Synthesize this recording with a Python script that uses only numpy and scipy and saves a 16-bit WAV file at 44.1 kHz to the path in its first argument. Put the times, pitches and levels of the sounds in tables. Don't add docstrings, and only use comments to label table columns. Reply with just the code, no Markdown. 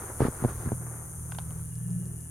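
import sys
import numpy as np
from scipy import signal
from scipy.fft import rfft, irfft, next_fast_len
from scipy.io import wavfile
from scipy.ndimage import map_coordinates

SR = 44100
rng = np.random.default_rng(int(sys.argv[2]) if len(sys.argv) > 2 else 0)


def voltage_ratio(level):
    return 10 ** (np.asarray(level, float) / 20)


def dump_mix(stems):
    frames = np.atleast_2d(stems).T
    limited = np.clip(frames, -1, 1)
    pcm = np.round(limited * 32767).astype(np.int16)
    wavfile.write(sys.argv[1], SR, pcm)


N = 101429

# (pitch [Hz], left over right [dB])
LEFT_RIGHT_LEAN = [(100, -.4), (700, 0), (5000, -1), (10000, 5)]


def in_time(rows):
    times_s, *columns = np.transpose(rows)
    return [np.interp(np.arange(N) / SR, times_s, column) for column in columns]


def at_hz(points, hz):
    table_hz, table_db = np.array(points)[:, 0], np.array(points)[:, 1]
    return np.interp(np.log(np.maximum(hz, 1)), np.log(table_hz), table_db)


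def rms_one(x):
    return x / np.sqrt(np.mean(x ** 2) + 1e-20)


def drift(rate_hz):
    r = np.exp(-80 * np.pi * rate_hz / SR)
    noise = rng.standard_normal(N // 40 + 2002)
    slow = signal.lfilter([1], [1, -2 * r, r * r], noise)[2000:]
    return np.interp(np.arange(N) / 40, np.arange(len(slow)), rms_one(slow))


def resonate_twice(x, hz, width_hz):
    r = np.exp(-np.pi * width_hz / SR)
    top = np.array([1, 0, -1]) * (1 - r * r) / 2
    bottom = [1, -2 * r * np.cos(2 * np.pi * hz / SR), r * r]
    return signal.lfilter(top, bottom, signal.lfilter(top, bottom, x))


def ring(x, modes):
    out = 0
    for hz, db, t60_s in modes:
        r, w = voltage_ratio(-60 / (t60_s * SR)), 2 * np.pi * hz / SR
        out = out + signal.lfilter([0, voltage_ratio(db) * np.sin(w)], [1, -2 * r * np.cos(w), r * r], x + 1e-18)
    return out


def colour(pair, spectrum):
    # (pitch [Hz], likeness [0 to 1])
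    likeness = [(150, 1), (550, 0.86), (4000, 0.17), (12000, 0.55)]
    size = next_fast_len(N)
    hz = np.arange(size // 2 + 1) * SR / size
    audible = hz > .7 * spectrum[0][0]
    mid, side = rfft(pair, size) * voltage_ratio(at_hz(spectrum, hz)) * audible
    alike = np.clip(at_hz(likeness, hz), 0, 1)
    lean = voltage_ratio(at_hz(LEFT_RIGHT_LEAN, hz) / 2 * [[1], [-1]])
    both = np.sqrt(1 + alike) * mid + np.sqrt(1 - alike) * side * [[1], [-1]]
    return rms_one(irfft(lean * both, size)[:, :N])


def ports(sound):
    size = next_fast_len(N)
    hz = np.arange(size // 2 + 1) * SR / size
    lead_rad, lead_hz = .42, 600
    lead = lead_rad * np.sqrt(hz / lead_hz) * 2 / (1 + (hz / lead_hz) ** 2) ** .5
    lean = voltage_ratio(at_hz(LEFT_RIGHT_LEAN, hz) / 2 * [[1], [-1]])
    return irfft(rfft(sound, size) * lean * np.exp(.5j * lead * [[1], [-1]]), size)[:, :N]


def cicadas():
    # (click rate [per s], body pitch [Hz], width of each resonance [Hz],
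    # level [dB], left over right [dB], delay of the left side [s])
    near_singers = [(160.9, 9500, 2640, -51, 4, -.00012), (153, 9880, 2100, -51.5, -1.5, -.0001)]
    # (time [s], level [dB])
    facing_points = [(0, -43.5), (1.3, -45), (1.7, -46.5)]
    # (pitch [Hz], relative level per Hz [dB])
    chorus_colour = [(5030, -37.5), (5490, -13), (6350, 0.5), (7200, -11.5), (9100, 2), (11300, -3.5),
                     (13500, -15), (15500, -23)]
    # (time [s], delay [ms])
    ground_delay = [(0, .445), (.16, .412), (.5, .43), (1.4, .428), (2.3, .414)]
    chorus_db, chorus_follows, ground_db = -49, 2.1, -8

    facing_db, = in_time(facing_points)
    facing_db = facing_db - facing_db.mean()
    chorus = colour(rng.standard_normal((2, N)), chorus_colour) * voltage_ratio(chorus_db)
    near = voltage_ratio(facing_db) * sum(singer(*row) for row in near_singers)
    direct = near + voltage_ratio(chorus_follows * facing_db) * chorus
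    earlier = np.arange(N) - in_time(ground_delay)[0] * SR / 1000
    echo = np.array([map_coordinates(side, [earlier], mode="mirror") for side in direct])
    return direct + voltage_ratio(ground_db) * echo


def singer(rate, hz, width_hz, db, pan_db, lag_s):
    tempo_drift, jitter_s, spread_db = .0015, .0001, 2
    lead_click_s, lead_click_db = .0013, -6
    turns = np.cumsum(rate * (1 + tempo_drift * drift(1.0))) / SR + rng.random()
    at = np.flatnonzero(np.diff(np.floor(turns)))
    chance = rng.standard_normal((len(at), 4))
    clicks = np.zeros(N + SR)
    for k, (early_s, click_db) in enumerate([(0, 0), (lead_click_s, lead_click_db)]):
        where = np.maximum(at + SR * (jitter_s * chance[:, k] - early_s), 0).astype(int)
        np.add.at(clicks, where, voltage_ratio(click_db + spread_db * chance[:, 2 + k]))
    body = voltage_ratio(db) * rms_one(resonate_twice(clicks[:N], hz, width_hz))
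    left = np.roll(body, int(round(lag_s * SR))) * voltage_ratio(pan_db / 2)
    return np.array([left, body * voltage_ratio(-pan_db / 2)])


def knocks():
    # (time [s], height before filtering [dB], sharpness, one over the length [Hz])
    knock_pushes = [(0.2054, -8.5, 694), (0.2185, -12, 750), (.2203, -13.5, 380), (0.2272, -17.5, 306),
                    (0.2512, -13.5, 504), (0.2556, -16.5, 595), (.2838, -15.5, 487), (0.4242, -21.5, 304),
                    (0.4402, -15.5, 750), (.4484, -9, 650), (0.4565, -16.5, 484), (0.66, -23.5, 283),
                    (0.6727, -20.5, 240), (0.7191, -15.5, 665), (.7280, -22, 317)]
    # (pitch [Hz], relative level [dB], time to fall by 60 dB [s])
    shell_modes = [(124, -6, 0.059), (235, -11, 0.038), (444, -8.5, 0.017)]
    push = np.zeros(N)
    for s, db, sharp_hz in knock_pushes:
        t = np.arange(int(SR / sharp_hz)) * sharp_hz / SR
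        push[int(s * SR):][:len(t)] += voltage_ratio(db) * np.sin(np.pi * t ** .8) ** 2
    ringing = ring(np.roll(push, 40), shell_modes) * voltage_ratio(-35)
    inward = -signal.lfilter([1, -1], [1, -.992], push)
    return ports(ringing + inward)


def handling():
    # (time [s], level [dB])
    grip_points = [(0, -41.5), (.1, -44), (.17, -51.5), (.21, -34), (.27, -34.5), (.31, -50.5), (.44, -41),
                   (.475, -47), (.492, -38), (.55, -51), (.66, -42), (.76, -55), (.83, -49.5),
                   (1.03, -51.5), (1.08, -56.5), (1.6, -57), (1.68, -64.5)]
    # (pitch [Hz], relative level per Hz [dB])
    rub_colour = [(230, -1.5), (370, 2.5), (620, -3.5), (1400, -3), (2300, -17.5), (4500, -67)]
    # (time [s], level [dB])
    sway_points = [(0, -45), (.4, -40.5), (.58, -38), (.76, -45.5), (.82, -53.5), (1.6, -45), (2.0, -52)]
    # (pitch [Hz], relative level per Hz [dB])
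    rumble_colour = [(32, 10), (110, 14), (400, -29.5)]
    grains_per_s = 1000
    scuff_db, scuff_follows = -70.5, 1.55

    grip_db, = in_time(grip_points)
    grain_here = rng.random(N) < grains_per_s / SR
    grains = 0.46 + grain_here * voltage_ratio(2.0 * np.minimum(rng.exponential(1, N), 3))
    rub = colour(rng.standard_normal((2, N)) * grains, rub_colour) * voltage_ratio(grip_db + 1.84 * drift(57.0))
    scuff = colour(rng.standard_normal((2, N)) * grains, [(1500, 0), (5360, -6.0), (9000, -30.0)])
    scuff = scuff * voltage_ratio(scuff_db + scuff_follows * (grip_db + 47.0))
    rumble = colour(rng.standard_normal((2, N)), rumble_colour) * voltage_ratio(in_time(sway_points)[0])
    return rub + scuff + rumble


def motor():
    # (time [s], level [dB])
    load_points = [(0, -20.5), (.8, -1), (1.05, -4.5), (1.35, -1.5), (1.7, -2.5), (1.95, 3), (2.1, 0.5),
                   (2.3, -6)]
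    # (multiple of the turning rate, level at load 0 [dB], dB gained per dB of load)
    hum_tones = [(4, -47, 0.32), (6, -39.5, 1.5), (8, -41, 1.13), (9, -46.5, 4.14), (12, -61, 2.1)]
    # (pitch [Hz], width of each resonance [Hz], level [dB])
    whine_bands = [(1720, 200, -71), (2850, 140, -77)]
    # (time [s], level of the click that starts the ringing [dB])
    gear_ticks = [(1.7545, -51.5), (1.9046, -55), (1.9805, -63.5), (2.0560, -54), (2.2072, -56)]
    # (pitch [Hz], relative level [dB], time to fall by 60 dB [s])
    tick_modes = [(5260, -2, .012), (7460, 9, 0.011)]
    turns_hz, waver_db, waver_hz = 19.84, 2, 1.86
    rattle_hz, rattle_width_hz, rattle_db, rattle_lag_s = 336, 198, -60.5, .09
    whine_from_s = 1.6

    load_db, = in_time(load_points)
    turn = 2 * np.pi * turns_hz * np.arange(N) / SR
    hum = 0
    for k, db, share in hum_tones:
        height = np.sqrt(2) * voltage_ratio(db + share * load_db + waver_db * drift(waver_hz))
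        hum = hum + height * np.sin(round(k) * turn + 0.31 * drift(5.9) + 2 * np.pi * rng.random())

    late_load_db = np.roll(load_db, int(rattle_lag_s * SR))
    buzz = rms_one(resonate_twice(rng.standard_normal(N), rattle_hz, rattle_width_hz))
    rattle = voltage_ratio(rattle_db + 2 * late_load_db) * buzz

    whine = sum(voltage_ratio(db) * rms_one(resonate_twice(rng.standard_normal(N), hz, width))
                for hz, width, db in whine_bands)
    engaged = np.clip((np.arange(N) / SR - whine_from_s) * 10, 0, 1)
    clicks = np.zeros(N)
    s, db = np.transpose(gear_ticks)
    clicks[(s * SR).astype(int)] = voltage_ratio(db)
    return ports(hum + rattle + whine * engaged) + ring(clicks, tick_modes)


def twigs():
    # (time [s], peak of the burst before ringing [dB], top of the crack [Hz])
    twig_snaps = [(1.312, -46, 5000), (1.3203, -31.5, 2400), (1.348, -39.5, 3000), (1.3858, -28, 3280),
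                  (1.506, -43, 2820), (1.594, -47, 1290)]
    # (pitch [Hz], relative level [dB], time to fall by 60 dB [s])
    wood_modes = [(1100, -30, .012), (1600, -29, .010)]
    crack_s, rustle_s, rustle_db = .0022, .022, -21
    cracks = np.zeros((2, N))
    t = np.arange(SR // 10) / SR
    fade = np.exp(-t / crack_s) + voltage_ratio(rustle_db) * np.exp(-t / rustle_s)
    for s, db, top_hz in twig_snaps:
        burst = rng.standard_normal((2, len(fade))) * [[1], [.4]] * fade
        burst = signal.sosfilt(signal.butter(2, [500, top_hz], "band", fs=SR, output="sos"), burst)
        cracks[:, int(s * SR):int(s * SR) + len(fade)] += voltage_ratio(db) * burst / np.abs(burst[0]).max()
    mid, side = cracks + ring(cracks, wood_modes)
    return np.array([mid + side, mid - side])


def air():
    # (pitch [Hz], relative level per Hz [dB])
    air_colour = [(250, -1.5), (900, -26), (3300, -28), (4500, -72)]
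    return voltage_ratio(-60) * colour(rng.standard_normal((2, N)), air_colour)


def scene():
    return cicadas() + knocks() + handling() + motor() + twigs() + air()


def top_cut(x):
    return signal.sosfilt(signal.butter(12, 16270, fs=SR, output="sos"), x)


def record(dry):
    finished = signal.sosfilt(signal.butter(2, 22, "high", fs=SR, output="sos"), dry)
    return top_cut(finished)


dry = scene()
out = record(dry)
dump_mix(out)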